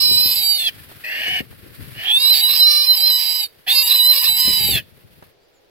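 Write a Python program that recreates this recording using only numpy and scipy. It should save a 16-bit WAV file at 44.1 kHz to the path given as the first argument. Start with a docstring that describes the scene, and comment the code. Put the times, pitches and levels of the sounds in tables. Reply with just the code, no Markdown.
"""A wild piglet, held up by the skin of its back on a grassy hillside, gives three long squeals and a
hoarse cry. Its larynx runs two oscillators at once: vocal folds near 1 kHz modulate a whistle near
4 kHz, and the resulting sidebands are filtered by the resonances of throat and mouth. Nearby rocks
scatter the calls and the far slope returns a faint echo. Wind buffets the two microphone ports,
dry grass and a sleeve rustle, and far birds chirp at the end."""
import sys
import numpy as np
from scipy import signal
from scipy.fft import rfft, irfft, next_fast_len
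from scipy.io import wavfile
from scipy.ndimage import uniform_filter1d, map_coordinates

SR = 44100
rng = np.random.default_rng(int(sys.argv[2]) if len(sys.argv) > 2 else 0)


def wav_out(sig):
    """Save sig, one row per channel (or a flat mono array), as 16-bit PCM at SR to the path in sys.argv[1]."""
    wavfile.write(sys.argv[1], SR, np.round(np.clip(np.atleast_2d(sig).T, -1, 1) * 32767).astype(np.int16))


N = 251370
TIME = np.arange(N) / SR

# Shapes of the noise spectra: frequency_hz, relative_db
HILLSIDE_SPECTRUM = [(60, -12), (227, -18), (450, -4), (1060, -19.5), (4700, -22.5), (8000, -38),
                     (16000, -38.5)]
WIND_SPECTRUM = [(22, -33.5), (65, 1), (120, 3.5), (204, -5), (430, -14.5), (700, -27.5), (1300, -62.5)]
RUSTLE_SPECTRUM = [(300, -8), (500, -9), (820, -13.5), (1700, -2.5), (4800, -9.5), (6400, -22.5),
                   (11800, -7), (16000, -10.5)]
BUFFET_SPECTRUM = [(40, -38.5), (130, 1), (330, 2.5), (600, -10), (1200, -30.5), (3000, -70)]
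SNAP_SPECTRUM = [(200, 13.5), (700, 14), (1700, 3.5), (3500, -10.5), (7000, -16), (13000, -23)]
# Chirps of far birds: start_s, length_s, first_pitch_hz, target_pitch_hz, level_db
BIRD_CHIRPS = [(5.372, 0.13, 3600, 4800, -68), (5.41, 0.057, 7600, 7150, -76),
               (5.535, .06, 7600, 6750, -65)]
# Envelopes of the rustle and of the wind: time_s, relative_db
RUSTLE_ENVELOPE = [(0, -56), (.75, -44.5), (1, -44), (1.5, -49.5), (2, -40), (3.6, -54.5), (4.9, -56),
                   (5.25, -53), (5.35, -68.5)]
WIND_ENVELOPE = [(0, -46), (.13, -36), (.6, -67), (.79, -46), (1.14, -69), (1.3, -49), (1.97, -40.5),
                 (2.1, -58), (2.52, -49), (3, -69.5), (4.2, -62.5), (4.3, -39.5), (4.41, -53.5), (4.5, -36),
                 (4.76, -28.5), (4.83, -51.5), (5.2, -52.5), (5.5, -86.5)]
# Snapping stalks and single buffets of wind: time_s, relative_peak_db
STALK_SNAPS = [(.765, -55), (.894, -52), (.914, -46), (1.527, -51), (4.889, -68), (5.225, -43.5)]
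WIND_BUFFETS = [(0.089, -31.5), (0.114, -25.5), (0.256, -28), (1.282, -32.5), (1.406, -24.5), (1.662, -34),
                (4.475, -17), (4.495, -41), (4.606, -33), (4.69, -20), (4.754, -22)]

# Share of the power that arrives by way of the rocks: frequency_hz, power_fraction
DIFFUSE_SHARE = [(900, 0.02), (2200, 0.23), (4000, 0.1), (5500, 0.49), (9000, 0.55)]
# Level difference between the microphone ports: frequency_hz, left_minus_right_db
PORT_LEVEL_DIFFERENCE = [(1000, -4), (2200, -0.5), (3000, -3.5), (3500, -5), (4100, -6), (4700, -16),
                         (5300, -7), (6500, 3), (8000, -4.5), (13000, -3.5)]
# Phase difference between the ports: frequency_hz, left_lag_rad
PORT_PHASE_DIFFERENCE = [(500, 0.059), (2000, 1.42), (4000, 1.47), (9000, 1.7)]
# Gain at the left port as the piglet swings in the hand: time_s, gain_db
SWING_GAIN = [(0, 2), (1.2, 1.5), (2.1, 0), (3.1, 2), (3.8, 0.5), (4.7, 2)]

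# The four calls: start_s, end_s, gain_db, throat_gain_db, treble_gain_db, attack_s, release_s,
# swell_db_per_s, growl_fraction
CALLS = [(0, 0.706, -1.5, -1.5, 0, 0.0023, 0.016, -2.5, 0),
         (1.034, 1.424, -6.5, 2.5, -1.5, 0.014, .028, 13.5, 1),
         (1.938, 3.484, 0.52, 0, -2.5, 0.36, .044, -3.5, .05),
         (3.662, 4.822, -0.74, 3, 1.5, 0.034, 0.048, -0.5, 0.1)]
# Pitch contours of the two oscillators, one for each call: time_s, pitch_hz
FOLD_CONTOURS = [
    [(0.0, 1155), (0.059, 1042), (0.309, 1004), (0.441, 789), (0.546, 814), (0.59, 713), (0.71, 668)],
    [(1.035, 635), (1.192, 618.3), (1.321, 737.5), (1.425, 691)],
    [(1.94, 565.5), (2.1, 809), (2.195, 1006), (2.275, 1110), (2.383, 738), (2.537, 1210), (2.591, 856),
     (2.645, 1221), (2.804, 1149), (2.888, 1026), (2.954, 1053), (2.991, 768), (3.036, 932), (3.153, 990),
     (3.293, 884), (3.371, 977), (3.445, 812), (3.48, 506)],
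    [(3.662, 731), (3.705, 756), (3.758, 1070), (3.813, 1098), (3.851, 906), (3.933, 1129), (3.971, 962),
     (4.125, 1023), (4.164, 1125), (4.21, 988), (4.265, 1174), (4.305, 847), (4.447, 1021), (4.561, 955),
     (4.604, 860), (4.694, 853.5), (4.82, 529.6)],
]
WHISTLE_CONTOURS = [
    [(0.0, 4030), (0.288, 4054), (0.445, 3860), (0.575, 3735), (0.621, 3455), (0.676, 3345), (0.71, 2675)],
    [(1.035, 2435), (1.143, 2816), (1.341, 3023), (1.425, 2913)],
    [(1.94, 2866), (2.034, 3008), (2.2, 3768), (2.325, 4073), (2.351, 3812), (2.667, 4081), (2.958, 4060),
     (2.993, 3920), (3.066, 4134), (3.114, 3956), (3.395, 3980), (3.48, 3670)],
    [(3.662, 3010), (3.694, 3462), (3.749, 3760), (3.865, 3806), (3.943, 4030), (4.015, 3873),
     (4.093, 4088), (4.181, 3910), (4.457, 4024), (4.704, 3844), (4.82, 2924)],
]
# Period doubling of the folds: start_s, end_s, depth_fraction
PERIOD_DOUBLINGS = [(0, 0.398, 0.56), (2.177, 2.312, 0.53), (2.492, 2.547, 0.53), (2.66, 2.868, 0.74),
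                    (3.743, 3.827, 0.73), (3.891, 3.997, 0.32), (4.153, 4.191, 1)]
# Surges, in which the whistle mostly rings out at the cost of the mouth tone:
# start_s, end_s, whistle_gain_db, mouth_gain_db
WHISTLE_SURGES = [(0.034, 0.253, 5.5, 1), (0.467, .565, -2, 4.5), (0.662, 0.681, 11, 9),
                  (1.275, 1.386, 3, -2), (2.053, 2.189, 9.5, -12.5), (2.211, 2.343, 8, -4.5),
                  (2.413, 2.54, 5.5, -9.5), (2.597, 2.703, 10.5, -3.5), (2.731, 2.84, 5.5, -4),
                  (2.877, 2.936, 10.5, -16), (3.018, 3.176, 7, -2.5), (3.695, 3.744, 7, 1.5),
                  (3.758, 3.807, 0.5, 7.5), (3.898, 3.97, 10, -8.5), (3.981, 4.137, 10, -9.5),
                  (4.261, 4.368, 6.5, -9.5), (4.399, 4.571, 2.5, 0)]
# Catches, in which whistle and mouth tone falter: time_s, depth_db
VOICE_CATCHES = [(.352, 13), (1.1, 10), (2.86, 10), (2.96, 10), (3.84, 6), (4.226, 12.5)]
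# Rasps, in which the folds lose their regular beat: start_s, end_s, added_roughness_fraction
FOLD_RASPS = [(0, .03, .2), (.585, .64, .15), (1.11, 1.26, .15), (2.04, 2.12, .3), (2.33, 2.42, .3),
              (2.48, 2.57, .42), (2.73, 2.77, .3), (3.05, 3.11, .35), (3.18, 3.27, .15), (3.66, 3.74, .4),
              (3.88, 3.96, .38), (4.115, 4.16, .3), (4.225, 4.29, .45), (4.41, 4.56, .2), (4.72, 4.82, .15)]
# Resonances of the airway: frequency_hz, relative_db
THROAT_RESPONSE = [(900, -26), (1400, -23.5), (1700, -12), (2300, 3), (2800, -1.5), (3050, -6), (3400, 0),
                   (4000, -3.5), (4500, -37.5)]
GROWL_RESPONSE = [(900, -18), (1400, -20.5), (1650, 2.5), (1830, 7.5), (2200, -4), (2600, 3), (3000, -9.5),
                  (4000, -27)]
MOUTH_RESPONSE = [(3000, -44), (3700, -25.5), (4300, 2), (4700, -1.5), (5100, -5.5), (5400, -12.5),
                  (5750, -14.5), (6500, -36.5)]
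TREBLE_RESPONSE = [(3350, -28.5), (5700, -40), (6160, -25), (7070, -29.5), (7880, -16.5), (8550, -26),
                   (9610, -10), (11800, -4), (12900, 1), (15300, 4), (16000, -23.5)]

# Base levels of the four layers of a call, and their change as the jaw closes
WHISTLE_DB, THROAT_DB, MOUTH_DB, TREBLE_DB = -21.5, -30.5, -18.5, -21
CLOSED_WHISTLE_DB, CLOSED_THROAT_DB, CLOSED_MOUTH_DB, CLOSED_TREBLE_DB = 0.5, 7.5, -13, -8
OPEN_JAW_HZ, CLOSING_RANGE_HZ = 3810, 721


def from_db(db):
    """Amplitude ratio: a factor of ten for every 20 dB."""
    return 10 ** (np.asarray(db) / 20)


def unit_rms(x):
    """Normalisation to unit mean power."""
    return x / np.sqrt(np.mean(x ** 2) + 1e-20)


def levelled(x):
    """Gain control: division by the running rms holds the short-time level at 1."""
    return x / np.sqrt(np.abs(uniform_filter1d(x ** 2, size=700)) + 1e-9)


def at_time(curve, t):
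    """Linear interpolation of a curve in time."""
    return np.interp(t, *np.transpose(curve))


def at_hz(curve, hz):
    """Interpolation on a logarithmic frequency axis."""
    frequency_hz, value = np.transpose(curve)
    return np.interp(np.log(hz + 1), np.log(frequency_hz), value)


def filtered(x, response):
    """Linear filtering: the spectrum is multiplied by a frequency response."""
    size = next_fast_len(x.shape[-1] + 2048)
    hz = np.fft.rfftfreq(size, 1 / SR)
    return irfft(rfft(x, size) * response(hz), size)[..., :x.shape[-1]]


def coloured(x, spectrum):
    """Spectral shaping by a curve in decibels, at unit rms."""
    return unit_rms(filtered(x, lambda hz: from_db(at_hz(spectrum, hz))))


def noise(spectrum):
    """Filtered Gaussian noise in two uncorrelated channels, at unit rms."""
    return coloured(rng.standard_normal((2, N)), spectrum)


def waver(t, rate_hz):
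    """Low-pass noise: a random fluctuation up to about rate_hz, at unit rms."""
    return unit_rms(filtered(rng.standard_normal(len(t)), lambda hz: 1 / (1 + (hz / rate_hz) ** 2)))


def gate(t, start, end, edge_s, at_ends=.5):
    """Trapezoidal window whose ramps pass through the value at_ends at start and end."""
    return np.clip(np.minimum(t - start, end - t) / edge_s + at_ends, 0, 1)


def bursts(events, rise_s, decay_s):
    """Superposed transient envelopes, each a linear rise and an exponential decay."""
    envelope = np.zeros(N)
    for time_s, peak_db in events:
        age = np.clip(TIME - time_s + rise_s, 0, 1)
        envelope += from_db(peak_db) * np.minimum(age / rise_s, 1) * np.exp(-age / decay_s)
    return envelope


def hillside(level_db=-57.5):
    """Stationary broadband noise forms the ambient floor."""
    return from_db(level_db) * noise(HILLSIDE_SPECTRUM)


def birds(glide_s=.025):
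    """Frequency modulation: each chirp glides exponentially towards its target pitch."""
    out = np.zeros(N)
    for start, length, first_hz, target_hz, level_db in BIRD_CHIRPS:
        age = np.clip(TIME - start, 0, length)
        pitch_hz = target_hz + (first_hz - target_hz) * np.exp(-age / glide_s)
        pitch_hz *= 1 + .012 * waver(TIME, 198)
        envelope = from_db(level_db) * np.sqrt(np.abs(np.sin(np.pi * age / length)))
        out += envelope * np.sin(2 * np.pi * np.cumsum(pitch_hz) / SR)
    return out


def grass():
    """Friction of dry stalks and cloth gives grainy noise; a breaking stalk gives a transient."""
    level_db = at_time(RUSTLE_ENVELOPE, TIME) + 2.04 * waver(TIME, 25) + 0.6 * waver(TIME, 500)
    rubbing = from_db(level_db) * noise(RUSTLE_SPECTRUM)
    snaps = bursts(STALK_SNAPS, rise_s=0.0014, decay_s=0.007) * noise(SNAP_SPECTRUM)
    return rubbing + from_db(10) * snaps


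def wind():
    """Turbulent pressure on the ports gives a rumble with sharp buffets, stronger on the left."""
    level_db = at_time(WIND_ENVELOPE, TIME) + 3.8 * waver(TIME, 18)
    rumble = from_db(level_db) * noise(WIND_SPECTRUM)
    buffets = bursts(WIND_BUFFETS, rise_s=0.0029, decay_s=0.015) * noise(BUFFET_SPECTRUM)
    return (rumble + from_db(-3) * buffets) * from_db([[2.5], [-4.5]])


def scatter(x, delay_s, t60_s, level_db):
    """Diffuse reflection: convolution with decaying noise, different in each channel."""
    t = TIME[TIME < t60_s]
    tail = rng.standard_normal((2, len(t))) * from_db(-60 * t / t60_s) * (t > delay_s)
    tail = unit_rms(tail) / np.sqrt(len(t))
    return from_db(level_db) * signal.fftconvolve(x, tail, axes=1)[:, :N]


def with_reflections(x):
    """Scattering: rough rocks diffuse short waves most, and the far slope adds a faint echo."""
    direct = filtered(x, lambda hz: np.sqrt(1 - at_hz(DIFFUSE_SHARE, hz)))
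    diffuse = filtered(x, lambda hz: np.sqrt(at_hz(DIFFUSE_SHARE, hz)))
    rocks = scatter(diffuse, delay_s=.001, t60_s=.04, level_db=0)
    slope = scatter(x, delay_s=0.028, t60_s=0.3, level_db=-32.5)
    return direct + rocks + slope


def ports(x):
    """Level and phase differences between the two microphone ports place the source in stereo."""
    def response(hz):
        lean = from_db(at_hz(PORT_LEVEL_DIFFERENCE, hz) / 2)
        lag = np.exp(-.5j * at_hz(PORT_PHASE_DIFFERENCE, hz))
        return np.array([lean * lag, 1 / (lean * lag)]) / np.sqrt((lean ** 2 + lean ** -2) / 2)
    left, right = filtered(x, response)
    # the animal swings in the hand, so the path to the left port keeps changing
    delay_s = 17e-6 * waver(TIME, 2)
    left = map_coordinates(left, [(TIME - delay_s) * SR], order=5)
    return np.array([left * from_db(at_time(SWING_GAIN, TIME)), right])


def effort_db(t, start, end, attack_s, release_s, swell_db_per_s):
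    """Amplitude envelope of a call: linear attack, steady swell or sag, quadratic release."""
    attack = np.clip((t - start) / attack_s, 1e-3, 1)
    release = np.clip((end - t) / release_s, 1e-3, 1) ** 2
    return swell_db_per_s * (t - (start + end) / 2) + 20 * np.log10(attack * release)


def articulation(t, call, whistle_hz, catch_s=0.0067):
    """Articulation: effort, jaw, surges, catches and rasps set layer levels, roughness and growl."""
    start, end, gain_db, throat_gain_db, treble_gain_db, attack_s, release_s, swell, growl = call
    drive_db = gain_db + effort_db(t, start, end, attack_s, release_s, swell)
    # the jaw closes as the whistle sinks
    closed = np.clip((OPEN_JAW_HZ - whistle_hz) / CLOSING_RANGE_HZ, 0, 1)
    surges = np.array([gate(t, on, off, edge_s=0.032) for on, off, _, _ in WHISTLE_SURGES])
    _, _, surge_whistle_db, surge_mouth_db = np.transpose(WHISTLE_SURGES)
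    catch_db = sum(depth * np.exp(-((t - time_s) / catch_s) ** 2) for time_s, depth in VOICE_CATCHES)
    rasp = sum(amount * gate(t, on, off, edge_s=.03) for on, off, amount in FOLD_RASPS)
    levels_db = drive_db + np.array([
        WHISTLE_DB + CLOSED_WHISTLE_DB * closed + surge_whistle_db @ surges - catch_db,
        THROAT_DB + CLOSED_THROAT_DB * closed + throat_gain_db - 0.5 * rasp,
        MOUTH_DB + CLOSED_MOUTH_DB * closed + surge_mouth_db @ surges - catch_db,
        TREBLE_DB + CLOSED_TREBLE_DB * closed + treble_gain_db])
    roughness = np.clip(.25 - .18 * surges.sum(axis=0) + .4 * closed + rasp, 0, 1)
    growl = np.clip(growl + closed ** 2 + 0.23 * rasp, 0, 1)
    return levels_db, roughness, growl


def oscillator_phase(t, pitch_hz, jitter, jitter_hz):
    """Phase is the integral of frequency, here perturbed by a slow wobble and fast jitter."""
    frequency_hz = pitch_hz * (1 + .004 * waver(t, 35) + jitter * waver(t, jitter_hz))
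    return 2 * np.pi * np.cumsum(frequency_hz) / SR


def fold_opening(t, phase, doubling, roughness):
    """Vibration of the folds: period doubling adds half-order harmonics, roughness adds shimmer."""
    harmonics = np.cos(phase) + 0.15 * np.cos(2 * phase) + 0.19 * np.cos(3 * phase)
    half_orders = 0.59 * np.cos(phase / 2) + 0.5 * np.cos(3 * phase / 2) + 0.16 * np.cos(5 * phase / 2)
    return (harmonics + doubling * half_orders) * (1 + .6 * roughness * waver(t, 300))


def fold_hum(t, phase, fold_hz, doubling, roughness, growl):
    """The fundamental of the folds and its subharmonic, stronger at high pitch and in a growl."""
    tone = levelled(np.cos(phase) + 0.71 * doubling * np.cos(phase / 2))
    shimmer = 1 + 1.2 * roughness * waver(t, 150)
    octaves = np.log2(fold_hz / 1000)
    return from_db(-15.5 + 10.5 * octaves + 2 * growl) * tone * shimmer


def throat_resonance(source, growl):
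    """Formant filtering: in a growl the jaw is half shut and the throat resonates lower."""
    open_jaw = coloured(source, THROAT_RESPONSE)
    half_shut = coloured(source, GROWL_RESPONSE)
    return levelled((1 - growl) * open_jaw + growl * half_shut)


def voice(t, call, fold_hz, whistle_hz):
    """Source and filter: the folds modulate the whistle into sidebands, which the airway shapes."""
    levels_db, roughness, growl = articulation(t, call, whistle_hz)
    doubling = sum(depth * gate(t, on, off, edge_s=0.0041, at_ends=0)
                   for on, off, depth in PERIOD_DOUBLINGS)
    fold_phase = oscillator_phase(t, fold_hz, jitter=.075 * roughness, jitter_hz=200)
    whistle_phase = oscillator_phase(t, whistle_hz, jitter=.055 * roughness ** 1.5, jitter_hz=260)
    opening = fold_opening(t, fold_phase, doubling, roughness)
    # turbulent air escapes in puffs, once a cycle
    puffs = (.03 + roughness ** 1.4) * (1 + .7 * np.cos(fold_phase))
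    breath = puffs * rng.standard_normal((3, len(t)))
    carrier = np.cos(whistle_phase)
    whistle = levelled(carrier * (1 + roughness ** 2 * waver(t, 460)))
    sidebands = carrier * opening
    buzz = 0.23 * np.cos(2 * fold_phase) + .5 * np.cos(3 * fold_phase)
    buzz += doubling * np.cos(3 * fold_phase / 2)
    throat = throat_resonance(sidebands + .15 * buzz + 1.4 * breath[0], growl)
    throat += fold_hum(t, fold_phase, fold_hz, doubling, roughness, growl)
    mouth = levelled(coloured(sidebands + 1.1 * breath[1], MOUTH_RESPONSE))
    overtones = sum(gain * np.cos(order * whistle_phase) for order, gain in [(2, 2.56), (3, 1), (4, .12)])
    treble = levelled(coloured(overtones * (0.59 + opening) + 1.2 * breath[2], TREBLE_RESPONSE))
    mix = np.sum(from_db(levels_db) * [whistle, throat, mouth, treble], axis=0)
    flutter = from_db(1.1 * waver(t, 35))
    return mix * flutter * gate(t, t[0], t[-1], edge_s=0.0047, at_ends=0)


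def piglet():
    """Biphonation: in each of the four calls, folds and whistle follow separate pitch contours."""
    out = np.zeros(N)
    for call, fold_contour, whistle_contour in zip(CALLS, FOLD_CONTOURS, WHISTLE_CONTOURS):
        during = (TIME >= call[0]) & (TIME <= call[1])
        t = TIME[during]
        out[during] = voice(t, call, at_time(fold_contour, t), at_time(whistle_contour, t))
    return out


def scene():
    """Superposition of the nearby piglet, its reflections and the sounds of the hillside."""
    return with_reflections(ports(piglet())) + wind() + grass() + birds() + hillside()


def record(dry):
    """Band limiting: the signal is clipped at full scale, then cut steeply above 16 kHz."""
    low_pass = signal.ellip(12, .1, 90, 16000, fs=SR, output="sos")
    return signal.sosfilt(low_pass, np.clip(dry, -1, 1))


dry = scene()
out = record(dry)
wav_out(out)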